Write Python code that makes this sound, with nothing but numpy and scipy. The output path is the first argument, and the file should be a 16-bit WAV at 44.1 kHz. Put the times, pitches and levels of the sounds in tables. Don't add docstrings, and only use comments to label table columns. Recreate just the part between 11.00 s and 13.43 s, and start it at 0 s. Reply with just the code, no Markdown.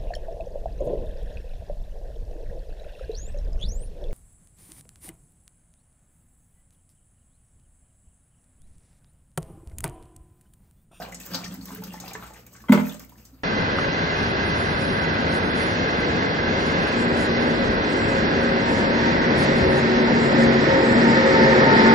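import sys
import numpy as np
from scipy import signal
from scipy.fft import rfft, irfft
from scipy.io import wavfile
from scipy.ndimage import uniform_filter1d

SR = 44100
rng = np.random.default_rng(int(sys.argv[2]) if len(sys.argv) > 2 else 0)


def persist_wave(psi):
    counts = np.round(np.clip(psi, -1, 1) * 32767).astype(np.int16)
    wavfile.write(sys.argv[1], SR, np.atleast_2d(counts).T)


def volts_from_decibels(level):
    exponent = np.asarray(level, float) / 20
    return 10 ** exponent


N = 107339

# time_s, level_db
STREAM_LEVEL = [(0, -41), (.1, -52.5), (.19, -57.5), (.3, -45), (.45, -45.5), (.6, -53.5), (.7, -48),
                (.82, -53), (1.1, -47), (1.3, -51), (1.45, -64), (1.66, -58), (1.9, -44.5), (2.07, -64),
                (2.2, -60), (2.43, -69)]
# time_s, gain_db
FIZZ_GAIN = [(0, 1), (.1, -7), (.25, 5), (.45, -5.5), (.6, 3), (.9, 1), (1.2, -1.5), (1.4, 4), (1.6, 2.5),
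             (1.8, -2), (1.93, 0.5), (2.15, 3.5), (2.3, 1), (2.43, -7)]
# pitch_hz, level_db
SPRAY_TONE = [(300, 10), (700, 3), (1500, -0.5), (3300, -7), (6000, -8.5), (10000, -8.5), (13500, -7),
              (16300, -8.5)]
# time_s, level_db
DRUM_LEVEL = [(0, -49.5), (.27, -55), (.34, -42.5), (.44, -48), (.51, -40.5), (.65, -49), (.84, -44.5),
              (1.0, -45), (1.13, -54.5), (1.22, -51.5), (1.3, -61), (2.43, -70)]
# pitch_hz, width_hz, level_db
WET_BOTTOM_HUMS = [(200, 37.5, -2.5), (245, 27, -8), (117.1, 13, -9)]
# start_s, peak_db, centre_hz, mist_db
DROP_SPLATS = [(0.0233, -29, 3560, -67), (0.121, -33, 7560, -55), (0.1446, -25, 7100, -49),
               (0.2003, -31.5, 6900, -43.5), (.212, -32, 7160, -65), (0.2625, -42, 8150, -39),
               (0.3351, -21.5, 4200, -44), (0.3452, -12, 4440, -49), (0.3535, -54, 5380, -36.5),
               (0.442, -24.5, 5000, -56), (0.5405, -46, 7060, -40.5), (0.6547, -36.5, 5370, -38.5),
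               (0.748, -63, 6000, -37), (0.837, -29, 5060, -36.5), (0.9354, -32, 5000, -46.5),
               (1.0007, -26.5, 6440, -45), (1.0796, -27.5, 4300, -43.5), (1.1331, -26.5, 6500, -45),
               (1.3352, -35.5, 8400, -58), (1.465, -37.5, 8600, -47), (1.535, -38.5, 7000, -65),
               (1.563, -39, 6400, -70.5), (1.62, -49.5, 7540, -55), (1.893, -34, 6600, -72),
               (1.9429, -32, 7000, -49.5), (1.9947, -35, 6040, -43.5), (2.047, -69, 6070, -50),
               (2.0937, -51.5, 3050, -52), (2.2519, -37, 6840, -52)]
# start_s, peak_db, pitch_hz
BUBBLES = [(0.004, -43, 770), (0.02, -32, 1580), (0.124, -32, 2020), (0.436, -34.5, 2340),
           (0.459, -35.5, 1815), (0.705, -33.5, 1017), (0.82, -37, 876), (0.94, -30, 852),
           (1.038, -33.5, 752), (1.111, -37, 2360), (1.151, -31.5, 962), (1.224, -33, 1318),
           (1.306, -38, 848), (1.604, -41.5, 1703), (1.639, -39.5, 1090), (1.945, -39.5, 600),
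           (2.121, -45, 960)]
# start_s, peak_db, pitch_hz
SMALL_BUBBLES = [
    (0.203, -42, 2600),
    (0.443, -28, 5810),
    (0.45, -57, 6230),
    (.478, -40.5, 6030),
    (0.511, -42.5, 3270),
    (0.612, -40, 4400),
    (0.905, -41, 2760),
    (1.895, -37.5, 3510),
    (1.921, -44, 3340),
]
# start_s, peak_db, pitch_hz
DROPLETS = [(0.0267, -34, 1600), (0.0524, -29, 4200), (0.0825, -39, 1030), (0.2127, -34, 1860),
            (0.2352, -31, 4260), (0.2706, -34, 1580), (0.3003, -42, 1220), (0.6923, -34, 980),
            (0.76, -31, 1580), (0.835, -32, 1350), (0.9777, -31.5, 2020), (1.0013, -28.5, 4130),
            (1.062, -39, 2630), (1.0787, -31, 1000), (1.094, -38, 1130), (1.151, -28.5, 1740),
            (1.197, -35, 1360), (1.2594, -41, 1310), (1.287, -38, 1140), (1.3454, -37, 2500),
            (1.3588, -35, 1950), (1.5486, -41, 1070), (1.5842, -41, 1570), (1.8711, -26.5, 2030),
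            (2.0038, -38.5, 2170), (2.0428, -38, 2140), (2.1577, -45, 1750)]
# start_s, level_db, pitch_hz, fade_60db_s
POOL_RINGS = [
    (0, -35.5, 651.4, 0.16),
    (0, -38.5, 709, 0.23),
    (.005, -45, 1543, 0.083),
    (0.019, -40, 1582, 0.057),
    (1.152, -25.5, 1760, 0.021),
    (1.226, -48, 1365, .14),
    (1.895, -50.5, 3500, 0.096),
]
# start_s, level_db, centre_hz, fade_60db_s
POOL_SLOSHES = [
    (0, -44.5, 640, 0.77),
    (0.333, -38, 1090, 0.31),
    (1.151, -29.5, 1430, 0.037),
    (1.226, -40.5, 1190, 0.13),
    (1.358, -49.5, 1740, 0.17),
    (1.548, -46, 1490, 0.09),
    (1.999, -46, 1290, 0.07),
]
# pitch_hz, level_db
MAINS_HUM = [(59.5, -52.5), (119, -51.5)]
# pitch_hz, level_db
AIR_TONE = [(25, -43.5), (60, 6.5), (170, -10.5), (260, -1.5), (700, -23), (3000, -57), (9600, -27.5),
            (16300, -24)]
# start_s, level_db, pitch_hz, fade_60db_s
BUCKET_NUDGES = [(0.309, -37, 210, 0.24), (0.346, -31.5, 262, 0.24), (0.578, -31, 269.4, 0.19),
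                 (0.712, -39, 268.4, 0.32), (.72, -42.5, 422, 0.31), (.775, -40.5, 433, 0.37),
                 (.335, -38, 527, .2), (1.148, -33, 431.6, 0.11), (1.608, -41, 218, 0.17),
                 (1.77, -36.5, 84, 0.36), (2.164, -47.5, 215, 0.33), (2.324, -41.5, 260.4, 0.21)]
# strongest_s, force (below zero lets go)
CANISTER_PUSHES = [
    (1.7042, .64),
    (1.7234, .46),
    (1.7489, -.31),
    (1.7575, .13),
    (1.8002, .067),
    (1.8219, -.08),
]
# pitch_hz, level_db, fade_60db_s
BOTTOM_TONES = [(167.2, -22.4, .47), (207, -8.5, .25), (244.5, -3.5, .245), (272.5, -22, 1.4)]
# pitch_hz, level_db, fade_60db_s
WALL_TONES = [(365, -2, .09), (442, -3, .08), (553, -6, .07), (604, -1, .09), (887, -3, .05),
              (935, -12, .03), (969, -4, .05), (1040, -8, .04), (1309, -5, .04), (1460, -3, .04),
              (2077, 0, .035), (2250, -5, .03), (3200, -5, .025)]
# start_s, ring_db, crack_db, favoured_hz
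CANISTER_KNOCKS = [
    (1.684, -27, -49, 3170),
    (1.692, -21.5, -37, 990),
    (1.7209, -12.5, -18.5, 1700),
    (1.73, -14, -37, 483),
    (1.749, -20, -36, 500),
    (1.774, -17.5, -34.5, 1000),
    (1.796, -23, -33.5, 950),
]
# pitch_hz, fade_60db_s
ROOM_FADE = [(200, 0.59), (2000, 0.19), (9000, 0.2)]
# pitch_hz, level_db
ROOM_TONE = [(150, -22), (300, -15), (700, -6), (1000, -5), (1500, -2), (4000, -1), (5800, 0), (8600, -2),
             (9300, -40), (10700, -40), (11300, -2), (12300, -38), (14400, -38), (15500, 0)]
# pitch_hz, difference_db
PORT_LEAN = [(100, 0), (300, -1.5), (1200, -.8), (5000, 5), (8000, 0)]
# pitch_hz, lead_half_turns
PORT_LEAD = [(300, 0), (3000, .3), (5300, .75), (6500, -.06), (8000, -.4), (8900, -.7), (9250, -.98),
             (10750, -1.02), (11100, -1.3), (12300, -2), (14400, -2), (15700, -2.65)]


def evened(x):
    return x / np.sqrt(np.mean(x ** 2) + 1e-20)


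def read(points, hz):
    f, value = np.transpose(points)
    return np.interp(np.log(hz + 1), np.log(f + 1), value)


def curve(points):
    return volts_from_decibels(np.interp(np.arange(N) / SR, *np.transpose(points)))


def coloured(x, points):
    gain = volts_from_decibels(read(points, np.fft.rfftfreq(x.shape[-1], 1 / SR)))
    return irfft(rfft(x) * gain, x.shape[-1])


def add(mix, s, sound):
    part = mix[max(round(s * SR), 0):][:len(sound)]
    part += sound[:len(part)]


def resonate(x, hz, width):
    r = np.exp(-np.pi * width / SR)
    return 2 * signal.lfilter([1 - r], [1, -r * np.exp(2j * np.pi * hz / SR)], x).real


def band(noise, hz, width):
    for _ in range(3):
        noise = resonate(noise, hz, width)
    return noise


def slow(size):
    return evened(uniform_filter1d(uniform_filter1d(rng.standard_normal(N), size), size))


def ring(db, hz, t60, glide=0., rise_s=0.0012):
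    t = np.arange(0, t60 + 0.0081, 1 / SR)
    fade = volts_from_decibels(db - 60 * t / t60) * np.minimum(t / rise_s, 1)
    return fade * np.sin(2 * np.pi * hz * (t + glide * t * t))


def burst(db, noise, t60, rise_s):
    t = np.arange(len(noise)) / SR
    return volts_from_decibels(db - 60 * t / t60) * np.minimum(t / rise_s, 1) * evened(noise)


def drops(per_s, spread_db):
    size = volts_from_decibels(spread_db * np.minimum(rng.exponential(1, N), 5))
    return size * (rng.random(N) < per_s / SR) * rng.choice([-1, 1], N)


def stream():
    bubbles = np.zeros(N)
    for hz in np.geomspace(450, 15500, 36):
        per_s = 37.0 + hz / 60.0
        grain = ring(read(SPRAY_TONE, hz), hz, 40.0 / hz, hz / 119.5, 0.57 / hz)
        patches = volts_from_decibels(4 * slow(size=2500))
        bubbles += patches * signal.oaconvolve(drops(per_s, 2.8), grain * hz / np.sqrt(per_s))[:N]
    hiss = evened(coloured(rng.standard_normal(N), SPRAY_TONE))
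    water = 0.77 * evened(bubbles) + 0.74 * hiss
    fizz = coloured(water, [(2500, -40), (5000, 0)])
    water += (curve(FIZZ_GAIN) * volts_from_decibels(2.8 * slow(size=700)) - 1) * fizz
    return curve(STREAM_LEVEL) * volts_from_decibels(2.6 * slow(size=900)) * water


def drumming():
    swell = np.sqrt(2) * volts_from_decibels(2 * slow(size=900))
    column_hz = 177 * (1 + 0.0048 * slow(size=1500))
    sound = swell * np.sin(2 * np.pi * np.cumsum(column_hz) / SR)
    push = drops(600.0, 2.2)
    for hz, width, db in WET_BOTTOM_HUMS:
        sound += volts_from_decibels(db) * evened(resonate(resonate(push, hz, 2 * width), hz, width))
    return curve(DRUM_LEVEL) * sound


def drips():
    out = np.zeros(N)
    for s, db, hz, mist_db in DROP_SPLATS:
        spray, mist = rng.standard_normal((2, 3000))
        add(out, s, burst(db - 11.5, band(spray, hz, 0.8 * hz), 0.058, 0.00026))
        add(out, s, burst(mist_db + 5, band(mist, 14400, 9200), 0.035, 0.00079))
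    for s, db, hz in [*BUBBLES, *SMALL_BUBBLES]:
        splash = band(rng.standard_normal(2000), hz, 1500)
        add(out, s, burst(db - 11, splash, 0.045, 0.0006))
        add(out, s, ring(db, hz, 0.018 + 24.4 / hz, 400.0 / hz, 2 / hz))
    for s, db, hz in DROPLETS:
        add(out, s - .001, ring(db - 1.5, hz, 18.4 / hz, 3, 2.2 / hz))
    for s, db, hz, t60 in POOL_RINGS:
        add(out, s, ring(db, hz, t60, rise_s=0.0016))
    for s, db, hz, t60 in POOL_SLOSHES:
        add(out, s, burst(db, band(rng.standard_normal(9000), hz, 1.36 * hz), t60, 0.0068))
    return out


def background():
    t = np.arange(N) / SR
    out = volts_from_decibels(-58.5) * evened(coloured(rng.standard_normal(N), AIR_TONE))
    for hz, db in MAINS_HUM:
        out += volts_from_decibels(db - 5.5) * np.sin(2 * np.pi * hz * t)
        waver = evened(resonate(rng.standard_normal(N), hz, 12.0))
        out += volts_from_decibels(db - 25.0) * waver
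    return out


def nudges():
    out = np.zeros(N)
    for s, db, hz, t60 in BUCKET_NUDGES:
        add(out, s, ring(db, hz, t60, rise_s=0.014))
    return out


def canister_thump():
    out = np.zeros(N)
    push_s = .0125
    t = np.arange(-push_s, .6, 1 / SR)
    rise = np.sin(np.pi / 2 * np.clip(t / push_s + 1, 0, 1)) ** 2
    settling = volts_from_decibels(-500 * np.maximum(t - .17, 0) ** 2)
    boom = np.zeros(len(t))
    for hz, db, t60 in BOTTOM_TONES:
        boom += volts_from_decibels(db - 60 * np.maximum(t, 0) / t60) * np.cos(2 * np.pi * hz * t)
    for s, force in CANISTER_PUSHES:
        add(out, s - push_s, force * rise * settling * boom)
    return out


def canister_knocks():
    out = np.zeros(N)
    for s, db, crack_db, spot_hz in CANISTER_KNOCKS:
        for hz, tone_db, t60 in WALL_TONES:
            where = rng.standard_normal()
            octaves_away = abs(np.log2(hz / spot_hz))
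            tone = ring(db + tone_db - 5 * octaves_away, hz * (1 + .005 * where), t60, rise_s=0.0032)
            add(out, s, np.sign(where) * tone)
        noise = rng.standard_normal(4000)
        add(out, s, burst(crack_db, 0.61 * band(noise, 1400, 4850) + 0.5 * noise, 0.11, 0.0011))
    return out


def room(x):
    taps = np.zeros((2, SR // 2))
    at = np.arange(120, SR // 2 - 20, 20)
    places = at + rng.integers(0, 20, (2, len(at)))
    np.put_along_axis(taps, places, rng.choice([-1., 1.], (2, len(at))), 1)
    hz, t, z = signal.stft(taps, SR, nperseg=256)
    fade = volts_from_decibels(-60 * t / read(ROOM_FADE, hz)[:, None])
    tail = signal.istft(z * fade, SR, nperseg=256)[1]
    echo = signal.fftconvolve(x[None], tail / np.linalg.norm(tail[0]), axes=1)
    return coloured(echo[:, :N + 4097], ROOM_TONE)[:, :N]


def scene():
    x = stream() + drumming() + drips() + background() + nudges() + canister_thump() + canister_knocks()
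    hz = np.fft.rfftfreq(N + 1, 1 / SR)
    half = volts_from_decibels(read(PORT_LEAN, hz) / 2) * np.exp(.5j * np.pi * read(PORT_LEAD, hz))
    both = rfft(x + room(x), N + 1) * [half, 1 / half]
    return volts_from_decibels(0.5) * irfft(both, N + 1)[:, :N]


def low_pass(x):
    return signal.sosfilt(signal.butter(12, 16460, fs=SR, output="sos"), x)


def record(dry):
    heard = coloured(dry, [(22, -16), (45, 0), (15700, 0), (15700 * 1.02, -32), (15700 * 1.04, -55)])
    ceiling = 2.8
    return low_pass(ceiling * np.tanh(heard / ceiling))


dry = scene()
out = record(dry)
persist_wave(out)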